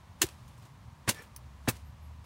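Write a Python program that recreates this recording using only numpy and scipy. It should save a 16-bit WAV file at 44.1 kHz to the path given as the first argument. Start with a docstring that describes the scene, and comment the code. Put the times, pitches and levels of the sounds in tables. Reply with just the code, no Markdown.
"""A steel shovel is stabbed into stony ground close by, then driven deeper by two kicks.
Filtered click streams make grit crunch, crumbs trickle and stones tick; decaying modes ring the blade, and
short low swings thud in the soil. Between blows the steel scrapes, leaves rustle, a stalk snaps and shoes scuff.
Outdoors: filtered noise for soft air and a low rumble, a distant engine of wavering pitch (two harmonics)
and two faint high chirps (falling sines)."""
import sys
import numpy as np
from scipy import signal
from scipy.fft import rfft, irfft
from scipy.io import wavfile
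from scipy.ndimage import uniform_filter1d

SR = 44100
rng = np.random.default_rng(int(sys.argv[2]) if len(sys.argv) > 2 else 0)


def output_pcm(signal):
    """Save a mono or channel-first signal as 16-bit PCM at the path in sys.argv[1].

    Samples are clipped to [-1, 1] before scaling.
    """
    pcm = np.clip(np.atleast_2d(signal).T, -1, 1) * 32767
    wavfile.write(sys.argv[1], SR, np.round(pcm).astype(np.int16))


N = 99225
T = np.arange(N) / SR  # seconds
GRAINS_PER_S, GRAIN_SPREAD_DB = 16000, 0.58  # dense grit


def undb(db):
    """Decibels to gain."""
    return 10 ** (np.asarray(db) / 20)


def unit(x):
    """Scale to rms 1."""
    return x / np.sqrt(np.mean(x ** 2))


def colour(x, points, tilt_db=0):
    """Shape a steady sound by a spectrum, tilted in dB per octave, and scale it to rms 1."""
    octave = np.log2(np.maximum(np.fft.rfftfreq(N, 1 / SR), 1))
    hz, db = np.array(points).T
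    shape = np.interp(octave, np.log2(hz), db)
    tilt = tilt_db * np.clip(octave, np.log2(hz[0]), np.log2(hz[-1]))
    low_cut = np.clip(2 ** octave / hz[0], 0, 1) ** 2  # 12 dB per octave below the first point
    return unit(irfft(rfft(x) * undb(shape + tilt) * low_cut, N))


def envelope(start, rise, hold, fall):
    """Swell exponentially up to the start, hold, then fall in dB per second."""
    swell = np.exp(np.minimum(T - start, 0) / max(rise / 2, 1 / SR))
    return swell * undb(-abs(fall) * np.maximum(T - start - hold, 0))


def walk(rate):
    """Slow random drift of rms 1, from random steps (rate per second) smoothed twice."""
    k = int(SR / rate)
    steps = np.repeat(rng.standard_normal(N // k + 1), k)
    return unit(uniform_filter1d(uniform_filter1d(steps, k), k)[:N])


def grains(rate, spread_db):
    """A random stream of tiny clicks (rate per second) of either sign and uneven size, at rms 1."""
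    size = undb(spread_db * np.minimum(rng.exponential(size=N), 4))
    return unit((rng.random(N) < rate / SR) * rng.choice([-1, 1], N) * size)


def ring(x, modes):
    """Drive a set of decaying modes (Hz, dB, t60 in s); neighbours swing in opposite directions."""
    t = T[:SR // 4]
    response = np.zeros(len(t))
    for k, (hz, db, t60) in enumerate(modes):
        response += (-1) ** k * undb(db - 60 * t / t60) * np.sin(2 * np.pi * hz * t)
    return signal.fftconvolve(x, response / np.linalg.norm(response))[:N]


# Spectrum of the soft outdoor air. Each row: frequency in Hz, relative density in dB per Hz.
AIR_SPECTRUM = [(150, -27), (250, -6), (330, -8), (420, -12), (600, -7.5), (780, -7), (980, -2),
                (1150, -5.5), (1400, -11.5), (2000, -14), (4000, -19.5), (9500, -27.5), (11500, -31),
                (16000, -34.5)]
AIR_DB = -61.5


def soft_air():
    """Steady coloured noise whose level drifts slightly."""
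    return colour(rng.standard_normal(N), AIR_SPECTRUM) * undb(AIR_DB + 0.2 * walk(5.08))


# Spectrum of the low outdoor rumble. Each row: frequency in Hz, relative density in dB per Hz.
RUMBLE_SPECTRUM = [(20, -44), (40, -11.5), (60, -2.5), (80, 1.5), (130, 0.5), (175, -9), (240, -12),
                   (320, -38.5), (600, -53.5)]
RUMBLE_DB, RUMBLE_WANDER_DB = -53, 1.6


def low_rumble():
    """Low coloured noise with an uneven level."""
    return colour(rng.standard_normal(N), RUMBLE_SPECTRUM) * undb(RUMBLE_DB + RUMBLE_WANDER_DB * walk(22.3))


# Distant engine. Each row: time in seconds, firing rate in Hz, level in dB.
ENGINE_COURSE = [(0, 71.6, -58.5), (.6, 75, -67), (1.3, 66, -62), (1.6, 67.97, -51.5), (1.85, 70.64, -51),
                 (1.97, 72.9, -55), (2.03, 76, -45.5), (2.17, 76.4, -49), (2.25, 72.6, -55.5)]


def distant_engine():
    """The firing tone and a weak second harmonic follow the course with small drifts in pitch and level."""
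    times, hz, db = np.array(ENGINE_COURSE).T
    firing_hz = np.interp(T, times, hz) * (1 + 0.006 * walk(15))
    phase = 2 * np.pi * np.cumsum(firing_hz) / SR
    tone = unit(np.sin(phase) + undb(-22.5) * np.sin(2 * phase))
    return tone * undb(np.interp(T, times, db) + 0.4 * walk(15.7))


# Leaves brush the shovel and the shoe.
# Each row: start in seconds, level in dB, rise in seconds, hold in seconds, fall in dB per second.
LEAF_BRUSHES = [(0.209, -59.5, 0.026, .005, 496), (0.383, -70.5, 0.031, 0.29, 199.5),
                (1.675, -60.5, 0.067, 0.0055, 500), (2.243, -61.5, .006, 0.0094, 300)]
# Spectrum shared by leaves and crumbs. Each row: frequency in Hz, relative density in dB per Hz.
CRUMB_SPECTRUM = [(150, -18.5), (400, 2), (1500, -1.5), (3000, -1), (6000, -6.5), (10000, -7.5),
                  (16000, -17.5)]


def rustling_leaves():
    """Streams of uneven small clicks swell and fade as the digger moves."""
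    leaves = colour(grains(2500, 2.3), CRUMB_SPECTRUM)
    return sum(leaves * undb(db) * envelope(start, rise, hold, fall)
               for start, db, rise, hold, fall in LEAF_BRUSHES)


# Blade meets ground, one row per blow. Each row: start in seconds, level in dB, hold in seconds,
# fall in dB per second, share of the blade's ring time that the soil leaves.
GROUND_CONTACTS = [(0.214, -39, 0.0021, 707, 0.8), (1.077, -31.5, .012, 598, 1),
                   (1.6752, -31.5, 0.017, 900, 0.49)]
# Grit shears along the blade. Each row: start in seconds, level in dB, rise in seconds, hold in seconds,
# fall in dB per second, tilt in dB per octave, blade ring in dB relative to the crunch.
GRIT_CRUNCHES = [(0.2177, -18.5, 0.0017, 0.0012, 1004, -1.5, -4),
                 (0.2269, -31, 0.0012, 0.0019, 902, -4, -2), (1.081, -34.5, 0.0068, 0.0056, 594, -5.5, -8),
                 (1.0918, -23.5, 0.0043, 0.003, 801, -3, -1), (1.6795, -37, 0.00074, 0.0028, 900, -6.5, -3),
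                 (1.6863, -27, 0.0029, 0.0014, 958, -3, -1), (1.6924, -29, .001, .002, 1200, 10.5, -8)]
# Blade modes, which answer differently as it sinks. Each row: frequency in Hz, t60 in seconds before
# the soil's share, relative levels in dB in the first, second and third blow.
BLADE_MODES = [(1010, 0.031, -4.5, -0.5, 2), (1535, 0.046, -7, 0, -27), (1805, 0.034, 1.5, -6, -2),
               (1886, 0.014, 0.5, 5, -21), (2580, 0.03, -5, -5, 10), (2699, 0.034, -2.5, 2, 5.5),
               (2930, 0.02, -20, -7, -26), (3753, 0.037, -12.5, -6, 1), (4280, 0.042, -6.5, -16, -17),
               (4480, 0.02, -24, 4.5, -31), (6210, 0.029, -0.5, -12, -0.5), (6820, 0.036, 2, -20, -13),
               (6570, 0.0574, -38.5, -32, -19), (8570, 0.043, -10, -11, -22), (9260, 0.026, -23, -4, -11),
               (9616, 0.061, -12, -27, -18), (9990, 0.042, -22, 3.5, -17)]
# Spectrum used for the grit on steel, with narrow dips near 10.3 and 14.3 kHz set into it. 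Each row: frequency
# in Hz, relative # density in dB per Hz.
GRIT_SPECTRUM = [(200, -3), (600, -9), (1400, -8.5), (3000, 2), (5000, 1), (7500, 5.5), (9600, 5.5),
                 (10300, -2.5), (11200, 5), (13000, 2), (14300, -4.5), (16000, 5.5)]
# Spectrum of soil on steel. Each row: frequency in Hz, relative density in dB per Hz.
SOIL_SPECTRUM = [(60, -21), (200, -6.5), (450, 2.5), (700, -3.5), (1100, 1), (1700, 0), (2800, -7),
                 (6000, -23), (16000, -51)]
STRIKE_DB, RUB_DB = 23, -10  # blade driven by the jolt against a stone and by rubbing grit


def stabs():
    """A dull contact, then crunches of grit; each jolt and the rubbing grit ring the soil-damped blade."""
    out, drive = np.zeros(N), np.zeros((len(GROUND_CONTACTS), N))
    grit = grains(GRAINS_PER_S, GRAIN_SPREAD_DB)
    for start, db, rise, hold, fall, tilt_db, ring_db in GRIT_CRUNCHES:
        crunch = colour(grit, GRIT_SPECTRUM, tilt_db) * undb(db) * envelope(start, rise, hold, fall)
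        out += crunch
        blow = np.argmin([abs(start - row[0]) for row in GROUND_CONTACTS])  # nearest in time
        drive[blow] += crunch * undb(ring_db + RUB_DB)
        drive[blow, int(start * SR)] += undb(db + ring_db + STRIKE_DB)
    soil = colour(grains(GRAINS_PER_S, GRAIN_SPREAD_DB), SOIL_SPECTRUM)
    for blow, (start, db, hold, fall, ring_share) in enumerate(GROUND_CONTACTS):
        out += soil * undb(db) * envelope(start, 0.00033, hold, fall)
        modes = [(hz, levels[blow], t60 * ring_share) for hz, t60, *levels in BLADE_MODES]
        out += ring(drive[blow], modes)
    return out


# Soil gives under the blow. Each row: start in seconds, pitch in Hz, level in dB, swell in seconds.
SOIL_THUDS = [(0.2159, 322, -33, .004), (.226, 388, -35, 0.0031), (0.2356, 357, -26, 0.0049),
              (.238, 110, -30, 0.0056), (.243, 58, -42, 0.011), (1.08, 118, -25, .008),
              (1.077, 337, -32, 0.0059), (1.6765, 685, -27.5, 0.0029), (1.6765, 241, -24, .006),
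              (1.679, 115, -26.5, 0.0098)]


def thuds():
    """Low, heavily damped swings of the shovel in the soil, strongest one swell time after the start."""
    out = np.zeros(N)
    for start, hz, db, swell in SOIL_THUDS:
        age = np.maximum(T - start, 0)
        pulse = (age / swell) ** 2 * np.exp(2 - 2 * age / swell)
        out += undb(db) * pulse * np.sin(2 * np.pi * hz * age)
    return out


# Crumbs settle after each blow.
# Each row: start in seconds, level in dB, hold in seconds, fall in dB per second.
CRUMB_FALLS = [(0.223, -50, 0.029, 158), (1.139, -54.5, 0.031, 140), (1.699, -57, 0.06, 207)]
CRUMB_SPREAD_DB = 2


def settling_crumbs():
    """Crumbs trickle as a stream of small uneven clicks that dies away."""
    trickle = colour(grains(3500, CRUMB_SPREAD_DB), CRUMB_SPECTRUM)
    return sum(trickle * undb(db) * envelope(start, 0.0033, hold, fall)
               for start, db, hold, fall in CRUMB_FALLS)


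# Single stones tick on the steel.
# Each row: start in seconds, level in dB, fall in dB per second, tilt in dB per octave.
STONE_TICKS = [(0.2659, -40, 3000, 1), (0.2882, -42, 2600, -5.5), (0.479, -57, 700, -1.5),
               (0.578, -61, 600, -4.5), (0.623, -58.5, 404, -6), (0.652, -58, 500, -6),
               (1.146, -44.5, 2000, -4), (1.221, -53.5, 502, 1), (1.7672, -52.5, 1600, -4)]


def stone_ticks():
    """Each stone is a very short burst of grit, tilted duller or brighter."""
    chips = grains(GRAINS_PER_S, GRAIN_SPREAD_DB)
    return sum(colour(chips, GRIT_SPECTRUM, tilt_db) * undb(db) * envelope(start, 0.0005, 0.00044, fall)
               for start, db, fall, tilt_db in STONE_TICKS)


# The shoe shuffles on soil. Each row: start in seconds, level in dB, hold in seconds.
SHOE_SHUFFLES = [(0.622, -64, 0.045), (1.341, -67, .06)]
# Spectrum of the scuffing shoe. Each row: frequency in Hz, relative density in dB per Hz.
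SHUFFLE_SPECTRUM = [(200, -10), (400, -6), (700, -8), (1100, 7), (1700, -11), (4000, -11), (10000, -20)]


def shuffles():
    """Soft grainy scuffs as the weight shifts from foot to foot."""
    scuff = colour(grains(2200, 1.8), SHUFFLE_SPECTRUM)
    return sum(scuff * undb(db) * envelope(start, 0.02, hold, 320) for start, db, hold in SHOE_SHUFFLES)


# Steel rubbing on a stone. Each row: frequency in Hz, relative level in dB, t60 in seconds.
STONE_RUB_MODES = [(475, -8, .04), (1764, -2, 0.065), (1930, -3, 0.015), (2330, -3.5, 0.021),
                   (5530, -13, 0.031)]
SCRAPE_S, SCRAPE_DB = 1.186, -51


def scrape():
    """The blade slips along a stone after the first kick: slips ring the steel, with a rough rasp."""
    slip = grains(1500, 1.5) * envelope(SCRAPE_S, 0.083, 0.016, 500)
    rasp = colour(grains(3000, 2.5), SOIL_SPECTRUM) * envelope(SCRAPE_S, 0.032, 0.039, 280)
    return undb(SCRAPE_DB) * (ring(slip, STONE_RUB_MODES) + undb(-5.5) * rasp)


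# Spectrum of a snapping dry stalk. Each row: frequency in Hz, relative density in dB per Hz.
SNAP_SPECTRUM = [(1500, -12), (3500, -16), (6100, -2), (7400, -19.5), (9100, 0.5), (10400, -11), (11200, 2),
                 (12600, -14), (13800, -10), (15700, 1)]
SNAP_S, SNAP_DB, SNAP_FALL_DB_PER_S = 1.3626, -37.5, 2800
SNAP_TAIL_DB, SNAP_TAIL_DB_PER_S = -8.5, 950  # tail level is relative to the crack


def stalk_snap():
    """A dry stalk cracks: a sharp burst of clicks with a weaker, slower tail."""
    crack = envelope(SNAP_S, 0.0004, 0.00034, SNAP_FALL_DB_PER_S)
    tail = undb(SNAP_TAIL_DB) * envelope(SNAP_S, 0.0003, 0.003, SNAP_TAIL_DB_PER_S)
    splinters = colour(grains(GRAINS_PER_S, GRAIN_SPREAD_DB), SNAP_SPECTRUM)
    return splinters * undb(SNAP_DB) * (crack + tail)


# Faint high chirps. Each row: start in seconds, pitch in Hz, level in dB.
HIGH_CHIRPS = [(1.86, 12930, -71), (2.03, 11650, -70)]
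CHIRP_SAG_HZ_PER_S = 2500


def chirps():
    """Thin sines whose pitch sags and trembles rapidly."""
    out = np.zeros(N)
    for start, pitch, db in HIGH_CHIRPS:
        glide_hz = pitch - CHIRP_SAG_HZ_PER_S * (T - start) + 260 * walk(900)
        tone = np.sin(2 * np.pi * np.cumsum(glide_hz) / SR)
        out += tone * undb(db) * envelope(start, 0.024, 0.025, 300)
    return out


def scene():
    """The digging, close by, over the outdoor background, on one channel."""
    digging = stabs() + thuds() + settling_crumbs() + stone_ticks() + scrape()
    digger = rustling_leaves() + stalk_snap() + shuffles()
    outdoors = soft_air() + low_rumble() + distant_engine() + chirps()
    return (digging + digger + outdoors)[None]


TOP_HZ = 15750


def record(dry):
    """The recorder cuts the top with a steep elliptic low-pass (0.2 dB ripple, 70 dB stop)."""
    return signal.sosfilt(signal.ellip(10, 0.2, 70, TOP_HZ, fs=SR, output="sos"), dry)


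dry = scene()
out = record(dry)
output_pcm(out)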